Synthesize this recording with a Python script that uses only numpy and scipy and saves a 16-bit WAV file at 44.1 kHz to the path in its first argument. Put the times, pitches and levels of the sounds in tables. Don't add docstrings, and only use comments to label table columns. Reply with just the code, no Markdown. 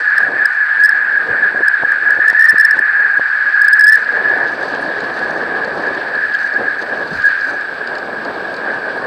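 import sys
import numpy as np
from scipy import signal
from scipy.io import wavfile

SR = 44100
rng = np.random.default_rng(int(sys.argv[2]) if len(sys.argv) > 2 else 0)


def boost(x):
    u = np.asarray(x, float) / 20
    return 10 ** u


def wrap_up_sound(samples):
    columns = np.atleast_2d(samples).T
    tamed = np.clip(columns, -1, 1)
    steps = np.round(tamed * 32767).astype(np.int16)
    wavfile.write(sys.argv[1], SR, steps)


N = 399546

# (time [s], peak level [dB], centre pitch [Hz])
SLAPS = [
    (1.836, -2.5, 520),
    (2.189, -15, 400),
    (2.329, -11, 550),
    (2.543, -12, 330),
    (2.77, -11, 500),
    (2.801, -23, 500),
    (3.196, -6.5, 520),
]


def rms_one(x):
    return x / np.sqrt(np.mean(np.abs(x) ** 2) + 1e-20)


def low_noise(hz, white):
    r = np.exp(-2 * np.pi * hz / SR)
    return rms_one(signal.lfilter([1], [1, -2 * r, r * r], white))


def drift(hz):
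    return low_noise(hz, rng.standard_normal(N + SR))[SR:]


def resonance(x, hz, width):
    r = np.exp(-np.pi * width / SR)
    top_gain_one = np.array([1, 0, -1]) * (1 - r * r) / 2
    return signal.lfilter(top_gain_one, [1, -2 * r * np.cos(2 * np.pi * hz / SR), r * r], x)


def in_time(rows):
    s, *columns = np.transpose(rows)
    return [np.interp(np.arange(N) / SR, s, c) for c in columns]


def swells(rows, column):
    out = np.zeros(N)
    for row in rows:
        length = row[column] * SR / 1000
        at, reach = int(row[0] * SR), int(row[column] * SR / 400)
        near = np.arange(max(at - reach, 0), min(at + reach, N))
        bell = boost(row[1]) * np.exp(-2 * ((near - at) / length) ** 2)
        out[near] = np.maximum(out[near], bell)
    return out


def banded(white, spectrum, low_hz, count, lumps_db, patchy_db, flicker):
    out = 0
    hz, db = np.transpose(spectrum)
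    edges = low_hz * 2 ** (np.arange(count + 1) / 3)
    for k, (low, high) in enumerate(zip(edges, edges[1:])):
        band_pass = signal.butter(2, [low, high], "band", fs=SR, output="sos")
        band = signal.sosfilt(band_pass, white[k % 2])
        level_db = np.interp(np.log(low * high) / 2, np.log(hz), db)
        own_flicker = np.roll(flicker, k * 31337)
        out = out + band * boost(level_db + patchy_db * own_flicker)
    return rms_one(out * boost(lumps_db))


def grains(per_s, spread_db, clump_db):
    size_db = spread_db * np.minimum(rng.exponential(1, (2, N)), 4)
    sizes = boost(size_db) * rng.choice([-1, 1], (2, N))
    chance = per_s * boost(clump_db * drift(30)) / SR
    return rms_one(sizes * (rng.random((2, N)) < chance))


def whistle():
    # (time [s], level [dB], pitch [Hz])
    blowing = [(0.0, -12, 1685), (0.17, -12, 1690), (0.42, -14, 1694), (0.86, -13.5, 1695),
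               (1.1, -15.5, 1670), (2.1, -13, 1674), (2.4, -10, 1767), (3.1, -14, 1673), (3.7, -13, 1662),
               (3.94, -11, 1728), (4.04, -16, 1662), (4.43, -15, 1726), (4.51, -23.5, 1684),
               (6.65, -18.5, 1678), (6.85, -22, 1681), (7.3, -15.5, 1650), (7.7, -25.5, 1640),
               (9.06, -25, 1659)]
    # (time [s], change of level [dB], length [ms])
    lulls = [(0.02, -9.5, 30), (0.31, -10, 45), (1.27, -10, 43), (1.42, 2.5, 100), (1.55, -6, 60),
             (1.82, -2, 96), (2.0, -3.5, 50), (3.3, -1, 130), (4.23, -5, 27), (5.75, -5.5, 110),
             (6.619, -6, 26), (7.07, -9, 120), (7.5, 2.5, 60), (8.7, 6, 60), (8.871, 4.5, 60)]
    # (pitch [Hz], width [Hz], level [dB], share of swings followed [0-1])
    housing = [(1232, 30, -40, .6), (1500, 180, -28, .8), (1350, 250, -36, .3), (2250, 600, -37, .5),
               (850, 500, -40, .5)]

    level_db, hz = in_time(blowing)
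    level_db = level_db + sum(db * swells([(s, 0, ms)], column=2) for s, db, ms in lulls)
    white = rng.standard_normal((3, N))

    flutter_db = level_db + 5.5 + 0.67 * drift(5.1) + 1.6 * drift(22)
    flutter = low_noise(93.4, white[0] + 1j * white[1]) * boost(flutter_db)
    ceiling = 0.76
    size = np.abs(flutter)
    flutter *= ceiling * np.tanh(size / ceiling) / (size + 1e-9)
    turn = np.exp(2j * np.pi * np.cumsum(hz) / SR)

    rises = beats()
    surge = swells(rises, column=2)
    rise_hz_per_db, waver_hz = 3.6, 18.0
    surge_hz = hz + rise_hz_per_db * in_time(rises)[0] - 0.12 * SR * np.gradient(surge)
    surge_hz = surge_hz + waver_hz * np.roll(low_noise(25, white[0]), SR)
    locked = np.sin(2 * np.pi * np.cumsum(surge_hz) / SR)

    free = np.exp(-(surge / np.minimum(2 * boost(level_db), 0.45)) ** 2)
    tone = free * (flutter * turn).real + surge * locked
    tone = signal.sosfiltfilt(signal.butter(3, 2350, fs=SR, output="sos"), tone)

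    swing_db = level_db - np.mean(level_db)
    walls = 0
    for f, width, db, share in housing:
        ring = resonance(resonance(white[2], f, width), f, 0.7 * width)
        walls = walls + boost(db + share * swing_db) * rms_one(ring)
    walls = signal.sosfilt(signal.butter(5, 2600, fs=SR, output="sos"), walls)
    return tone + (0.55 + 0.45 * free) * walls


def beats():
    # (time of first [s], peak level [dB], beat period [ms], beats [count])
    surges = [(0.1822, 1.5, 5.5, 1), (0.4578, 2.5, 6.5, 1), (0.839, 2, 10, 3), (0.8937, 2, 5.82, 1),
              (1.684, 1.5, 6.9, 1), (1.9209, 1, 4.4, 1), (2.108, 0.9, 5, 1), (2.2836, 1, 12, 1),
              (2.3011, 2.5, 4.6, 1), (2.397, 1.7, 14, 3), (2.4449, 1.97, 11, 2), (2.4882, 1.5, 9.5, 3),
              (2.4968, 3.5, 12.6, 1), (2.584, 1.5, 7, 1), (2.6006, 2.5, 11, 2), (2.6519, 3.5, 11, 1),
              (2.711, 2.4, 4.8, 1), (2.793, 5, 5.5, 1), (3.6192, 1, 10.6, 1), (3.6492, 1, 10.3, 1),
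              (3.685, 2, 8, 1), (3.735, 2, 17, 1), (3.7968, 2, 9.9, 1), (3.811, 3, 5.4, 1),
              (3.844, 2, 21, 1), (3.8708, 1.5, 9.7, 1), (3.8816, 3, 8.1, 3), (3.9245, 2.5, 7.7, 2),
              (3.9445, 1.3, 12, 2), (7.2566, 0.05, 11, 2)]
    # (time [s], peak level [dB])
    puffs = [(0.079, -1.5), (0.235, -1.5), (0.802, 0), (0.817, 0), (0.9306, -0.4), (1.1778, -0.75),
             (1.4318, -0.5), (1.6359, -0.23), (1.7428, -0.5), (1.852, -.5), (2.0772, -1), (2.124, 0),
             (2.2055, 1), (2.2623, -1.4), (2.352, 0), (2.378, 0.5), (2.6338, 0), (2.733, 0.63), (3.051, -1),
             (3.174, -.5), (3.5466, -.5), (3.7467, -0.4), (3.824, 0), (3.907, 1.2), (4.302, -3),
             (7.282, -0.5), (6.4477, -5.5), (6.5653, -3), (6.684, -4), (7.245, -2.5)]
    beat_fill, longest_beat_ms = 0.85, 8.2
    puff_ms, puff_top_db = 7.9, -1.4

    rows = []
    for s, db, ms, count in surges:
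        sounding_ms = beat_fill * (ms if count < 1.5 else min(ms, longest_beat_ms))
        for k in range(round(count)):
            rows.append((s + k * ms / 1000, db, sounding_ms))
    rows += [(s, min(db, puff_top_db), puff_ms) for s, db in puffs]
    return sorted(rows)


def slaps():
    t = np.arange(N) / SR
    out = np.zeros(N)
    for s, db, hz in SLAPS:
        pulse = (t - s) * 4.7 * hz * np.exp(-0.5 * ((t - s) * 7.1 * hz) ** 2)
        out += boost(db) * 1.43 * pulse
    return out


def buffet():
    # (pitch [Hz], level per Hz [dB])
    colour = [(15, -65), (25, -30), (86, -19.5), (284, -3), (358, -2), (482, 1.5), (779, 0), (904, -4.5),
              (1300, -5.5), (1690, -40), (2860, -120)]
    # (time [s], level [dB])
    swing = [(0.0, -46.5), (0.86, -59), (0.96, -38), (1.26, -35), (1.36, -29), (1.6, -29), (1.64, -48),
             (2.9, -50), (3.0, -37), (3.3, -50), (3.46, -40.5), (3.94, -54.5), (4.17, -24), (5.88, -23.5),
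             (6.46, -32.5), (7.39, -36), (8.07, -26), (9.06, -24)]
    # (time [s], peak level [dB], length [ms])
    gusts = [(0.0, -26.5, 38), (0.319, -28.5, 184), (0.78, -38, 47), (1.3, -26, 39), (1.6, -24.5, 34),
             (1.84, -31.5, 70), (2.059, -33.5, 260), (2.18, -35, 37), (2.3, -35.5, 53), (2.55, -43, 30),
             (2.79, -30, 68), (3.19, -36, 34), (4.02, -34.5, 90), (6.63, -24.5, 114), (6.98, -24.5, 281),
             (7.519, -26.5, 80), (7.699, -32, 146)]
    lumps_db = 1.39 * drift(15) + 1.3 * drift(87)
    strength = np.hypot(boost(in_time(swing)[0]), swells(gusts, column=2))
    return strength * banded(rng.standard_normal((2, N)), colour, 25.4, 17, lumps_db, 1.0, drift(6.5))


def thumps():
    # (time [s], peak level [dB], centre pitch [Hz], length [ms], low push against the peak [dB])
    lumps = [(0.2, -25, 675, 10, -15), (1.269, -26.5, 543, 10, -9), (1.309, -39, 796, 8.5, -9),
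             (1.823, -24, 545, 14, -38), (2.165, -31, 486, 6.2, -14), (2.189, -27, 380, 8.6, -23),
             (2.329, -26.5, 834, 5.6, -23), (2.531, -29.5, 304, 3.5, -16), (2.76, -25, 920, 21, -30),
             (3.193, -30.5, 540, 12, -30), (4.159, -29, 480, 13, -35), (7.116, -27, 158, 13.1, -7)]
    out, white = np.zeros(N), rng.standard_normal(N)
    low = resonance(white, 79, 87)
    for s, db, hz, ms, low_db in lumps:
        puff = resonance(resonance(white, hz, 1.3 * hz), hz, 1.3 * hz)
        puff = puff * swells([(s + 0.49 * ms / 1000, 0, ms)], column=2)
        push = low * swells([(s + 4.0 * ms / 1000, 0, 3.5 * ms)], column=2)
        both = puff / np.abs(puff).max() + boost(low_db) * push / np.abs(push).max()
        out += boost(db + 7.0) * both
    return out


def stones():
    # (time [s], peak level [dB], ring pitch [Hz])
    hits = [(0.8036, -23, 2620), (3.996, -34, 4400), (4.0457, -24, 4450), (4.748, -20, 2738),
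            (5.003, -22.5, 4230), (5.039, -24, 4264), (5.1914, -22.5, 4350), (5.6467, -22, 4365),
            (5.867, -25, 4585), (6.1534, -24, 4400), (6.338, -20, 4610), (6.348, -18, 3280),
            (6.3875, -23, 4400), (5.948, -21.5, 2580), (6.538, -25, 4620), (7.0738, -26, 4516),
            (7.1294, -34, 4420), (7.1595, -29, 4420), (7.1728, -22.5, 4440), (7.2198, -24, 4000),
            (7.41, -21.5, 4684), (7.6088, -27.5, 4580), (7.74, -29, 4500), (7.873, -20.5, 4515),
            (7.952, -22, 4450), (7.9827, -21, 4350), (8.2493, -20.5, 4460), (8.541, -23, 4510),
            (8.565, -21, 4420)]
    # (pitch [Hz], width [Hz], level [dB])
    shell = [(4450, 700, -3), (2900, 1000, -8), (6200, 2600, -13)]
    out = np.zeros(N)
    scrapes = rng.standard_normal((len(hits), 300)) * np.exp(-np.arange(300) / 170.0)
    for (s, db, hz), scrape in zip(hits, scrapes):
        scrape = np.pad(scrape, (0, 500))
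        ring = 0
        for f, width, gain_db in [*shell, (hz, 0.15 * hz, -2)]:
            ring = ring + boost(gain_db) * resonance(resonance(scrape, f, width), f, 2 * width)
        at = int(s * SR)
        out[at:at + len(ring)] += boost(db - 2.0) * ring / np.abs(ring).max()
    return signal.sosfilt(signal.butter(3, 6160, fs=SR, output="sos"), out)


def tyres():
    # (time [s], roar level [dB], crunch level [dB])
    track = [(0.0, -41.5, -48), (0.35, -45, -65), (1.21, -44, -72.5), (1.82, -44, -69), (2.34, -44, -61),
             (2.55, -42, -58), (2.82, -45.5, -71), (3.53, -41, -62.5), (3.76, -44, -60), (4.11, -42.5, -62),
             (4.67, -39, -59.5), (5.6, -42, -60), (5.85, -40.5, -65.5), (6.79, -43.5, -59),
             (7.22, -40, -52.5), (7.65, -43.5, -62), (9.06, -41.5, -73)]
    # (pitch [Hz], level per Hz [dB])
    roar_colour = [(1590, -36), (2700, 3), (3080, 6.5), (3410, 4.5), (4480, -12.5), (6300, -32.5),
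                   (8190, -52), (13900, -120)]
    # (pitch [Hz], level per Hz [dB])
    crunch_colour = [(2350, -32), (4000, -2), (4520, -4.5), (5310, -10.5), (8100, -24), (10000, -35.5),
                     (13000, -60), (22000, -120)]
    roar_db, crunch_db = in_time(track)

    grit = grains(7000, 2.5, 1.8)
    ridge_hz, ridge_width_hz, ridge_db = 4480, 900, -2.5
    ridge = resonance(grit[0] - grit[1], ridge_hz, ridge_width_hz)
    ridge = rms_one(resonance(ridge, ridge_hz, ridge_width_hz))
    roar_lumps_db = 0.8 * drift(30) + 1.2 * drift(5)
    roar = banded(grit, roar_colour, 2500, 4, roar_lumps_db, 1.2, drift(20)) + boost(ridge_db) * ridge

    cracks = grains(1500, 4, 4)[[0, 0]]
    spray_db = 3.5 * drift(40) + 4.2 * drift(5)
    crunch = banded(cracks, crunch_colour, 4000, 4, spray_db, 1.5, drift(25))
    return boost(roar_db - 3.0) * roar + boost(crunch_db + 10.0) * crunch


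def squeaks():
    # (time [s], peak level [dB])
    rubs = [
        (.81, -54),
        (4.38, -60),
        (4.82, -52),
        (8.53, -60),
        (8.971, -58),
    ]
    noise = resonance(rng.standard_normal(N), 8900, 1300)
    noise = rms_one(resonance(noise, 8900, 1300))
    return noise * swells([(s, db, 16.0) for s, db in rubs], column=2)


def electronics():
    whine_hz, flips_per_s, whine_db = 7867.1, 59.94, -63
    hum_hz, hum_width_hz, hum_db = 73, 24.0, -60
    hiss_db = -61.5
    t = np.arange(N) / SR
    flips = np.tanh(7.7 * np.sin(np.pi * flips_per_s * t))
    whine = np.sqrt(2) * boost(whine_db) * flips * np.sin(2 * np.pi * whine_hz * t)
    white = rng.standard_normal((2, N))
    hum = resonance(resonance(white[0], hum_hz, hum_width_hz), hum_hz, hum_width_hz)
    return whine + boost(hum_db) * rms_one(hum) + boost(hiss_db) * white[1]


def scene():
    choke = 1 - swells([(s, -3, 14) for s, db, hz in SLAPS], column=2)
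    air = choke * whistle() + buffet() + thumps() + slaps()
    return (air + tyres() + stones() + electronics() + squeaks())[None]


def band_limit(x):
    return signal.sosfilt(signal.butter(12, 16130, fs=SR, output="sos"), x)


def record(dry):
    top, bias, knee = 0.91, 0.015, 75.0
    low_hz, high_hz = 500, 2500
    zero, pole = np.exp(-2 * np.pi * low_hz / SR), np.exp(-2 * np.pi * high_hz / SR)
    turn = np.exp(-2j * np.pi * 1700 / SR)
    unit = abs((1 - pole * turn) / (1 - zero * turn))
    ahead = signal.lfilter([1, -pole], [unit, -unit * zero], dry) + bias
    clipped = ahead / (1 + np.abs(ahead / top) ** knee) ** (1 / knee) - bias
    mix = signal.lfilter([unit, -unit * zero], [1, -pole], clipped)
    mix = signal.lfilter(*signal.butter(1, 35, "high", fs=SR), mix)
    mix = np.clip(mix, -0.985, 0.985)
    mix = signal.sosfilt(signal.cheby2(12, 60, 16100, fs=SR, output="sos"), mix)
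    return band_limit(mix)


dry = scene()
out = record(dry)
wrap_up_sound(out)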